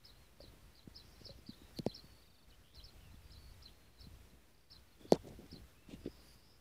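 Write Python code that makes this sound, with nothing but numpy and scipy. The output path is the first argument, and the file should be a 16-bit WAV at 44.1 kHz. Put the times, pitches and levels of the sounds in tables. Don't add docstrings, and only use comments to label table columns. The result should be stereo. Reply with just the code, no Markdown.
import sys
import numpy as np
from scipy import signal
from scipy.io import wavfile
from scipy.ndimage import uniform_filter1d

SR = 44100
rng = np.random.default_rng(int(sys.argv[2]) if len(sys.argv) > 2 else 0)


def convert_level_to_amplitude(level_db):
    exponent = np.asarray(level_db, float) / 20
    return 10 ** exponent


def output_pcm(signal):
    pcm = np.clip(np.atleast_2d(signal).T, -1, 1) * 32767
    wavfile.write(sys.argv[1], SR, np.round(pcm).astype(np.int16))


N = 291114

# time in seconds, level in dB.
BREEZE = [
    (0, -68.5),
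    (.9, -69),
    (1.9, -66.5),
    (2.8, -68),
    (4.1, -69),
    (5.2, -67.5),
    (6.0, -68),
    (6.6, -68),
]
# start and end in seconds, level in dB, left over right in dB.
GUSTS = [(.0, 0.31, -70, 6), (.38, 0.564, -64, 11), (0.599, 0.716, -67.5, -2), (0.835, 1.109, -67, 9),
         (1.185, 1.557, -70, 12), (1.632, 1.931, -62, 16), (2.447, 2.65, -65.5, 8), (2.731, 2.887, -61, 2),
         (2.905, 3.243, -59, 0), (3.216, 3.593, -60.5, -3), (3.604, 3.761, -65.5, 16),
         (3.985, 4.302, -60.5, -2.5), (4.694, 4.849, -69, 0), (5.059, 5.242, -59, 16),
         (5.276, 5.425, -61.5, 6), (5.5, 5.67, -61, 11), (5.848, 6.13, -60, 12.5)]
# start in seconds, level in dB, pitch in Hz, left over right in dB.
BUFFETS = [
    (2.785, -50, 65, -6),
    (2.852, -50, 60, -6),
    (2.953, -44, 60, -8),
    (3.108, -47, 60, -5),
    (3.166, -47, 65, -5),
    (3.247, -48, 55, -5),
    (3.476, -46, 48, -5),
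    (3.507, -43, 65, -5),
]
CALM_DB, CALM_FOLLOWS, CALM_PAN_DB = -68.5, 1.5, 9

# pitch in Hz, level in dB per Hz.
HISS_SHAPE = [(75, -7.5), (199, -12.5), (800, -21), (2060, -23.5), (3580, -25.5), (4420, -22.5),
              (5310, -29), (16000, -31)]
HISS_DB, TREBLE_FOLLOWS, MIDDLE_FOLLOWS = -38, 0.81, 0.85

# start and end in seconds, level in dB.
GRIPS = [
    (.40, .6, -69),
    (.85, 1.45, -73.5),
    (1.45, 2.15, -75),
    (3.6, 4.2, -75.5),
    (4.25, 4.45, -67.5),
    (4.95, 5.2, -61.5),
    (5.22, 5.36, -50),
    (5.385, 5.47, -54),
    (5.5, 5.64, -59.5),
    (5.86, 6.3, -71),
]
RESTING_DB = -77.5

# start and end in seconds after the call starts, first and last pitch in Hz, level in dB.
HOOK = [
    (.008, .021, 3917, 5000, -9),
    (.020, .034, 5000, 5330, -0.5),
    (.034, .044, 4590, 3940, 0.5),
    (.044, .051, 4300, 4850, -6),
    (.051, .060, 4800, 4050, -7),
    (.061, .080, 3900, 4260, -4),
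    (.082, .091, 3590, 3000, -15.5),
]
SLIDE = [
    (.014, .019, 4150, 4600, -6),
    (.019, .026, 4550, 4750, -1),
    (.025, .031, 4800, 5300, -6),
    (.031, .038, 4990, 4050, -6),
    (.040, .049, 4450, 3950, -4),
    (.049, .066, 4600, 3950, -1),
    (.068, .081, 3400, 3240, -12),
    (.086, .104, 3700, 4400, -7),
]
ARCH = [
    (.012, .023, 3960, 5500, -7),
    (.023, .029, 5540, 5290, -6),
    (.029, .039, 4940, 3900, -5.5),
    (.042, .068, 4350, 3940, -1.5),
    (.069, .081, 3000, 3450, -7),
    (.080, .089, 3450, 4150, -7),
]
# start in seconds, peak level in dB, pitch factor, left over right in dB.
HOOKS = [
    (0.029, -51, 0.982, -5.5),
    (0.936, -48, 0.993, -3.46),
    (1.2312, -48, 1.016, -2.9),
    (1.9234, -48, 1.02, -4.5),
    (2.8193, -54, 1.013, -2.5),
    (3.296, -54, 0.995, -3),
    (3.9797, -53.5, 1.006, -5),
    (4.6906, -51.5, 0.99, -3.5),
    (5.4942, -53, 1.016, -1.5),
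]
SLIDES = [
    (0.386, -50, 1.0, -5.5),
    (0.7323, -50, 0.97, -8.5),
    (1.446, -48, 0.98, -4),
]
ARCHES = [
    (1.842, -44, 1.01, -6.5),
    (2.729, -51, 0.99, -3),
    (3.609, -52.5, 0.982, -1.5),
]
NOTE_EDGE_S = 0.0021
RASP_HZ, RASP_DEPTH, RASP_SWING = 210, .45, .017
ECHO_S, ECHO_DB = .014, -12

# start and end in seconds, first pitch in Hz, notes per second, level in dB.
EVEN_TRILLS = [
    (.61, .73, 4550, 60, -64),
    (1.558, 1.70, 3780, 58, -56.5),
    (2.026, 2.21, 4430, 59.5, -53.5),
    (3.229, 3.315, 4680, 59, -58),
    (3.3705, 3.52, 4390, 60, -51.5),
]
CLIMBING_TRILLS = [
    (2.52, 2.555, 2950, 70, -51),
    (4.989, 5.18, 3400, 47, -53),
]
RUN_UP = [
    (2.633, 2.765, 2920, 91, -48.5),
]
PIPS = [
    (4.5335, 4.812, 4750, 32.3, -50.5),
]
RUN_DOWN = [
    (3.005, 3.11, 3000, 96, -56),
]
# its phrases, drift in Hz per second, length of a note as a spread in seconds,
# fall within a note in Hz per second, cup (rise in Hz at 5 ms from the middle of a note).
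TRILL_KINDS = [
    (EVEN_TRILLS, -500, .005, 4000, 230),
    (CLIMBING_TRILLS, 700, .0045, 25000, 0),
    (RUN_UP, 6300, .0011, 200000, 0),
    (RUN_DOWN, -4500, .002, 50000, 0),
    (PIPS, 0, .0016, 130000, 0),
    ([(3.70, 3.976, 4230, 53, -60.5)], -250, .0044, 6000, 0),
]
# start and end in seconds, first and last pitch in Hz, level in dB.
SLURS = [(0.12, 0.142, 3685, 4400, -60.5), (0.15, .168, 3800, 4400, -60), (.168, .185, 3900, 4550, -58),
         (.19, .205, 4150, 4300, -62), (.21, 0.24, 4230, 4260, -61), (0.236, 0.274, 4250, 3870, -62.5),
         (2.501, 2.517, 4840, 3550, -52), (3.11, 3.133, 3900, 4200, -59.5), (3.139, 3.146, 4250, 3850, -57),
         (3.152, 3.163, 3600, 3350, -57), (3.538, 3.55, 4000, 3600, -57), (2.918, 2.932, 4900, 4600, -60),
         (4.874, 4.896, 4770, 4200, -59), (4.919, 4.941, 4400, 4100, -57),
         (1.612, 1.624, 7000, 6880, -61.5), (0.937, 0.95, 5640, 6200, -56), (1.03, 1.066, 5130, 5300, -66),
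         (1.096, 1.108, 5980, 6440, -64.5), (1.159, 1.177, 4000, 4230, -57),
         (1.196, 1.231, 3850, 5200, -60), (1.232, 1.246, 5700, 5900, -58), (1.741, 1.756, 5600, 5920, -57),
         (1.741, 1.759, 3500, 3790, -60.5), (2.0, 2.018, 5400, 5550, -60), (2.018, 2.05, 5300, 4800, -64),
         (2.052, 2.066, 3750, 3450, -63), (2.095, 2.11, 2950, 3050, -63), (1.8, 1.813, 4050, 3850, -60),
         (1.826, 1.832, 3600, 3300, -60), (1.836, 1.845, 3050, 3300, -59), (1.945, 1.957, 7500, 7300, -63),
         (2.007, 2.017, 3350, 3150, -57), (2.495, 2.503, 3700, 3900, -57), (4.135, 4.142, 4100, 3700, -57),
         (4.154, 4.161, 3400, 3050, -59), (6.508, 6.522, 3500, 4050, -62), (1.03, 1.036, 5300, 4950, -57),
         (1.064, 1.071, 5200, 4800, -56), (3.972, 4.012, 4170, 3750, -57), (4.242, 4.275, 5900, 5280, -64),
         (4.297, 4.32, 3930, 4124, -61.5)]
MORE_SLURS = [
    (1.11, 1.152, 5650, 5400, -57),
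    (1.118, 1.136, 4600, 5200, -55.5),
    (1.372, 1.4, 5800, 4780, -56),
    (3.503, 3.522, 4900, 4820, -58),
    (3.52, 3.535, 4820, 4350, -55),
    (6.14, 6.2, 4500, 4400, -67),
    (6.196, 6.246, 4350, 3980, -65),
    (4.948, 4.958, 3600, 3400, -58),
]
FAR_WHISTLE = [
    (5.75, 5.77, 2480, 2500, -70),
    (5.775, 5.815, 2600, 2620, -69.5),
    (5.822, 5.885, 2690, 2650, -68),
    (5.905, 5.922, 2750, 2760, -65),
    (5.937, 5.958, 2830, 2780, -64),
    (6.0, 6.045, 2640, 2600, -73),
]
WARBLE = [
    (2.212, 2.45, 4230, 3950, -53.5),
]
SWINGS_PER_S = 24
LARK_PAN_DB, LARK_LAG_S = -11, 4 / SR
LARK_SHIMMER_DB, LARK_SCATTER_DB = 1.0, -16
FIELD_T60_S, SCATTER_DB = 0.12, -4

# start in seconds, level in dB, pitch in Hz, push +1 or pull -1.
KNOCKS = [(.438, -45.5, 402, 1), (.535, -48, 309, 1), (1.215, -44.5, 466, 1), (1.262, -44, 436, -1),
          (1.386, -49, 297, 1), (1.616, -44, 307.5, 1), (2.039, -45, 192.1, 1), (3.139, -44.5, 184.7, 1),
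          (4.067, -42, 182, -1), (4.331, -48, 168, 1), (5.008, -43.5, 302, 1), (5.388, -39, 300, 1),
          (5.526, -37.5, 227, -1), (5.887, -40, 229, 1), (5.937, -36.5, 170, -1), (1.212, -45, 200, -1),
          (1.296, -46, 190, 1), (1.299, -44, 140, -1), (5.272, -40, 480, 1), (5.306, -42, 330, -1),
          (5.324, -41, 400, -1), (5.395, -41, 290, -1), (5.403, -43, 330, 1), (5.538, -39, 200, -1),
          (5.561, -43, 200, -1), (5.578, -45, 250, -1), (5.912, -43, 330, 1), (6.012, -48, 330, 1),
          (6.042, -44, 350, -1)]
SWELL_CYCLES = 0.383
# start in seconds, level in dB, pitch in Hz, swell in cycles, push +1 or pull -1.
BLOWS = [(.8743, -35, 187, .19, 1), (1.4892, -36.5, 251, .65, -1), (1.4893, -38.5, 141, .17, 1),
         (1.788, -30, 402, .29, 1), (1.7904, -36, 359, 1.07, -1), (1.7916, -27, 182, .41, -1),
         (1.8624, -26, 164, .32, 1), (1.8633, -16, 510, .37, -1), (1.8637, -28.5, 229, .73, 1),
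         (5.1208, -13.6, 270, .19, -1), (5.1216, -.8, 405, .22, 1), (5.1259, -17, 269, .3, 1),
         (5.1338, -22.5, 227, .18, -1), (6.0563, -32, 203, .27, 1), (6.0583, -27.5, 361, .49, 1),
         (6.072, -36, 295, .45, 1), (6.0722, -32, 406, .85, -1), (5.05, -40, 384, 0.686, 1),
         (5.1395, -27, 450, .6, 1), (5.146, -29, 480, .5, 1), (5.9266, -38, 273, 1.06, 1),
         (5.926, -42, 142, .73, -1)]
# start in seconds, level in dB.
TICKS = [
    (1.7885, -33),
    (1.8647, -31),
    (5.1218, -16),
    (5.131, -26),
    (5.885, -61),
    (6.058, -57),
    (6.073, -55.5),
]
# pitch in Hz, level in dB, time to fade by 60 dB in seconds.
TICK_MODES = [(2070, -2.5, 0.0042), (3500, -4.5, 0.0034), (4400, -0.5, 0.0028), (5500, 6, 0.0017),
              (7000, -13, 0.005), (10000, -8.5, 0.0036), (12620, -15, .004)]
# start in seconds, level in dB, pitch in Hz, time to fade by 60 dB in seconds.
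PINGS = [
    (1.7885, -28.5, 4330, 0.014),
    (5.1308, -25, 4400, .017),
    (1.7884, -42, 12500, .005),
    (1.7885, -39, 10300, .004),
    (1.8645, -39, 10400, .004),
    (1.788, -42, 1850, .008),
    (1.8646, -36, 2500, .004),
    (.404, -39, 566, 0.041),
    (1.293, -41, 550, .09),
]
HOUSING_CUT_HZ = 950
# start and end in seconds, lowest and highest Hz, level in dB.
STRAINS = [
    (1.755, 1.79, 4200, 4600, -45),
    (1.74, 1.79, 11800, 13200, -63),
    (1.75, 1.79, 9300, 10800, -66),
    (1.76, 1.79, 6400, 7400, -64),
    (5.07, 5.122, 4200, 4700, -53),
]

# start and end in seconds, lowest and highest Hz, level in dB.
SCRAPES = [
    (5.13, 5.16, 1510, 7100, -50.5),
    (5.131, 5.18, 203, 880, -43.5),
    (5.262, 5.302, 1490, 7730, -59.5),
    (5.462, 5.467, 1000, 5920, -60),
    (5.89, 5.974, 202, 620, -54),
]
CHATTER = [(5.882, 5.963, 2010, 4000, -63.5), (5.885, 5.96, 4000, 8000, -69),
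           (6.043, 6.078, 1130, 4000, -64.5), (6.19, 6.39, 9300, 10800, -74.5),
           (6.2, 6.42, 10600, 13200, -79), (6.197, 6.4, 4640, 6900, -76), (5.97, 6.24, 4650, 5300, -72),
           (6.17, 6.36, 4550, 5200, -71.5), (6.28, 6.5, 4500, 5200, -72), (6.42, 6.6, 4800, 5400, -70),
           (0.916, 1.44, 4400, 5830, -74)]
SCRAPE_PAN_DB, CHATTER_PAN_DB = 21, -3.5

# start of sinking and moment of opening, in seconds.
GATE = [
    (-.25, .035),
    (.2, .395),
    (.68, .87),
    (2.05, 2.478),
    (2.4, 2.745),
    (3.72, 3.99),
    (4.25, 4.70),
    (4.68, 5.0),
    (5.64, 5.875),
    (6.28, 6.7),
]
SINK_DB_PER_S, OPEN_S = 14.5, 0.014


def rms_one(x):
    return x / np.sqrt(np.mean(x ** 2) + 1e-20)


def in_time(rows):
    s, *columns = np.transpose(rows)
    return [np.interp(np.arange(N) / SR, s, c) for c in columns]


def drift(rate):
    r = np.exp(-2 * np.pi * rate * 40 / SR)
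    slow = signal.lfilter([1], [1, -2 * r, r * r], rng.standard_normal(N // 40 + 2002))[2000:]
    return np.interp(np.arange(N) / 40, np.arange(len(slow)), rms_one(slow))


def band(x, low_hz, high_hz, order=2):
    return signal.sosfilt(signal.butter(order, [low_hz, high_hz], "band", fs=SR, output="sos"), x)


def ring(clicks, hz, t60):
    r, w = convert_level_to_amplitude(-60 / (t60 * SR)), 2 * np.pi * hz / SR
    return signal.lfilter([0, np.sin(w)], [1, -2 * r * np.cos(w), r * r], clicks + 1e-18)


def add(out, start, sound, pan_db, lag=0.):
    for channel, at in enumerate((start, start + lag)):
        i = round(at * SR)
        out[channel, i:i + len(sound)] += sound[:N - i] * convert_level_to_amplitude(pan_db * (1.5 - channel))


def whistle(hz, gain):
    return gain * np.sin(2 * np.pi * np.cumsum(hz) / SR)


def fade(t, length, edge):
    return np.clip(np.minimum(t, length - t) / edge, 0, 1)


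def swells(rows, edge):
    t = np.arange(N) / SR
    return [convert_level_to_amplitude(level_db) * fade(t - start, end - start, edge * (end - start))
            for start, end, level_db, *_ in rows]


def breeze():
    level_db, = in_time(BREEZE)
    return level_db - level_db.mean()


def wind():
    side = np.array([[.4], [-.4]])
    force = convert_level_to_amplitude(CALM_DB + CALM_FOLLOWS * breeze() + CALM_PAN_DB * side)
    for gust, (*_, pan_db) in zip(swells(GUSTS, edge=0.205), GUSTS):
        force = force + gust * convert_level_to_amplitude(pan_db * side)
    lumps = convert_level_to_amplitude(np.stack([2.6 * drift(21), 2.2 * drift(6.48)]))
    own, shared = rng.standard_normal((2, N)), rng.standard_normal(N)
    rumble = rms_one(band(own + 0.62 * shared, 31.8, 92) * lumps)
    hum = rms_one(band(rng.standard_normal(N), 58, 61))
    out = rumble * force * convert_level_to_amplitude([[-.4], [1.4]]) + convert_level_to_amplitude(-69.5) * hum
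    for start, level_db, hz, pan_db in BUFFETS:
        t = np.arange(0, 1.5 / hz, 1 / SR)
        bulge = np.sin(np.pi * t * hz / 1.5) ** 2
        add(out, start, whistle(hz + 0 * t, convert_level_to_amplitude(level_db) * bulge), pan_db)
    return out


def hiss():
    out, edges, white = 0, 90 * 2 ** np.arange(0, 8, .5), rng.standard_normal((2, 2, N))
    edges[-1] = 17500
    air_db, breath = breeze(), drift(6.0)
    shape_hz, shape_level_db = np.transpose(HISS_SHAPE)
    for k, (low, high) in enumerate(zip(edges, edges[1:])):
        hz = np.sqrt(low * high)
        shape_db = np.interp(np.log(hz), np.log(shape_hz), shape_level_db)
        level_db = HISS_DB + (TREBLE_FOLLOWS * air_db if hz > 4000 else MIDDLE_FOLLOWS * air_db + 1.5)
        gain = convert_level_to_amplitude(shape_db + level_db + 0.51 * breath + 0.65 * drift(8.1))
        out = out + gain * band(white[k % 2], low, high)
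    return out


def creak():
    grip = convert_level_to_amplitude(RESTING_DB + breeze()) + sum(swells(GRIPS, edge=0.25))
    happens = rng.random(N) < 1100 / SR
    slips = happens * convert_level_to_amplitude(2.6 * np.minimum(rng.exponential(1, N), 4)) * rng.choice([-1, 1], N)
    pitches, dealt = np.geomspace(150, 700, 10), rng.integers(0, 10, N)
    rings = sum(ring(slips * (dealt == k), hz, 3.2 / hz) for k, hz in enumerate(pitches))
    return grip * convert_level_to_amplitude(2.5) * rms_one(band(rings, 100, 750, order=3))


def chirps():
    out, flutter, waver = np.zeros((2, N)), drift(97), drift(76.5)
    throb = whistle(RASP_HZ * (1 + .25 * drift(29.6)), 0.88)
    for shape, calls in ((HOOK, HOOKS), (SLIDE, SLIDES), (ARCH, ARCHES)):
        t = np.arange(shape[0][0], shape[-1][1], 1 / SR)
        points = []
        for a, b, first_hz, last_hz, _ in shape:
            points += [(a + 0.0014, first_hz), (b - .001, last_hz)]
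        s, hz = np.transpose(points)
        track = uniform_filter1d(np.interp(t, np.sort(s), hz), size=60)
        gain = np.max([convert_level_to_amplitude(db) * fade(t - a, b - a, NOTE_EDGE_S) for a, b, *_, db in shape], axis=0)
        for start, peak_db, factor, pan_db in calls:
            span = round(start * SR) + np.arange(len(t))
            pitch = track * factor * (1 + 0.014 * waver[span] + RASP_SWING * throb[span])
            loudness = gain * (1 + RASP_DEPTH * throb[span]) * convert_level_to_amplitude(peak_db + 3.07 * flutter[span])
            add(out, start + t[0], whistle(pitch, loudness), pan_db, lag=-1 / SR)
    return out + convert_level_to_amplitude(ECHO_DB) * np.roll(out, round(ECHO_S * SR), axis=1)


def lark():
    out = np.zeros((2, N))
    for phrases, drift_rate, spread, fall, cup_hz in TRILL_KINDS:
        for start, end, first_hz, rate, level_db in phrases:
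            t = np.arange(0, end - start, 1 / SR)
            off_centre = (t * rate % 1 - .5) / rate
            pitch = first_hz + drift_rate * t - fall * off_centre + cup_hz * (off_centre / .005) ** 2
            note = np.exp(-.5 * (off_centre / spread) ** 2)
            gain = convert_level_to_amplitude(level_db) * note * fade(t, end - start, 0.003)
            add(out, start, whistle(pitch, gain), LARK_PAN_DB, LARK_LAG_S)
    for rows, pan_db in ((SLURS + MORE_SLURS, -6.5), (FAR_WHISTLE, 0)):
        for start, end, first_hz, last_hz, level_db in rows:
            t = np.arange(0, end - start, 1 / SR)
            gain = convert_level_to_amplitude(level_db) * fade(t, end - start, 0.0038)
            add(out, start, whistle(np.linspace(first_hz, last_hz, len(t)), gain), pan_db, LARK_LAG_S)
    for start, end, first_hz, last_hz, level_db in WARBLE:
        t = np.arange(0, end - start, 1 / SR)
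        swing = np.tanh(1.7 * np.sin(2 * np.pi * SWINGS_PER_S * t + 0.17))
        pitch = np.linspace(first_hz, last_hz, len(t)) + 520 * swing
        rest = np.clip(np.sin(np.pi * (SWINGS_PER_S * t % 1)) / 0.41, 0, 1)
        gain = convert_level_to_amplitude(level_db) * rest * (1 + .3 * swing) * fade(t, end - start, 0.0084)
        add(out, start, whistle(pitch, gain), LARK_PAN_DB, LARK_LAG_S)
    return out * convert_level_to_amplitude(LARK_SHIMMER_DB * drift(25))


def field(x, scatter_db):
    t = np.arange(SR // 6) / SR
    sparse = rng.standard_normal((2, len(t))) * (rng.random((2, len(t))) < .03)
    tail = sparse * convert_level_to_amplitude(-60 * t / FIELD_T60_S)
    tail = convert_level_to_amplitude(scatter_db) * tail / np.linalg.norm(tail, axis=1, keepdims=True)
    return x + signal.fftconvolve(x, tail, axes=1)[:, :N]


def knocks():
    left, click, t = np.zeros((2, N)), np.eye(1, SR // 8)[0], np.arange(SR // 8) / SR
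    dull = signal.butter(4, HOUSING_CUT_HZ, fs=SR, output="sos")
    soft = [(start, db, hz, SWELL_CYCLES, direction) for start, db, hz, direction in KNOCKS]
    for start, thump_db, hz, cycles, direction in BLOWS + soft:
        swell = cycles / hz
        pitch = hz * (1.28 * np.exp(-t / (8 * swell))) ** min(1, 1.2 / cycles)
        thump = whistle(pitch, (t / swell) ** 2 * np.exp(-t / swell))
        thump = signal.sosfilt(dull, band(thump, 100, 1400))
        add(left, start, np.sign(direction) * convert_level_to_amplitude(thump_db) * thump / np.max(np.abs(thump)), 0)
    chances_db = rng.normal(0, 0.71, (len(TICKS), len(TICK_MODES)))
    for (start, tick_db), chance_db in zip(TICKS, chances_db):
        tick = sum(convert_level_to_amplitude(db + c) * ring(click, hz, t60) for (hz, db, t60), c in zip(TICK_MODES, chance_db))
        add(left, start, convert_level_to_amplitude(tick_db - 6.5) * band(tick, 2000, 13800), 0)
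    for start, level_db, hz, t60 in PINGS:
        add(left, start, convert_level_to_amplitude(level_db) * ring(click, hz, t60), 0)
    return left[0]


def strains():
    out, white = np.zeros(N), rng.standard_normal(N) * convert_level_to_amplitude(3.0 * drift(150))
    for start, end, low_hz, high_hz, level_db in STRAINS:
        span = slice(round(start * SR), round(end * SR))
        noise = rms_one(band(white[span], low_hz, high_hz))
        out[span] += convert_level_to_amplitude(level_db) * noise * np.linspace(0, 1, len(noise)) ** 1.08
    return out


def housing():
    left = knocks() + creak() + strains()
    return np.stack([left, convert_level_to_amplitude(-35.5) * np.roll(left, shift=35)])


def rustles():
    out, white, grain = np.zeros((2, N)), rng.standard_normal((2, N)), convert_level_to_amplitude(2.3 * drift(120))
    for rows, pan_db in ((SCRAPES, SCRAPE_PAN_DB), (CHATTER, CHATTER_PAN_DB)):
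        for start, end, low_hz, high_hz, level_db in rows:
            span = slice(round(start * SR), round(end * SR))
            noise = rms_one(band(white[:, span], low_hz, high_hz, order=3)) * grain[span]
            t = np.arange(noise.shape[1]) / SR
            envelope = fade(t, end - start, 0.27 * (end - start))
            out[:, span] += noise * envelope * convert_level_to_amplitude(level_db - np.array([[0], [pan_db]]))
    return out


def gate():
    t = np.arange(N) / SR
    losses_db = [SINK_DB_PER_S * np.clip(t - start, 0, None) * (t < end) for start, end in GATE]
    return convert_level_to_amplitude(-uniform_filter1d(np.max(losses_db, axis=0), size=round(OPEN_S * SR)))


def scene():
    birds = field(chirps(), SCATTER_DB) + field(lark(), LARK_SCATTER_DB)
    return birds + housing() + rustles() + wind() + hiss()


def top_cut(x):
    return signal.sosfilt(signal.butter(12, 16470, fs=SR, output="sos"), x)


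def record(dry):
    cut = signal.sosfilt(signal.cheby2(20, 60, 15950, fs=SR, output="sos"), dry)
    return top_cut(cut * gate() - .0004)


dry = scene()
out = record(dry)
output_pcm(out)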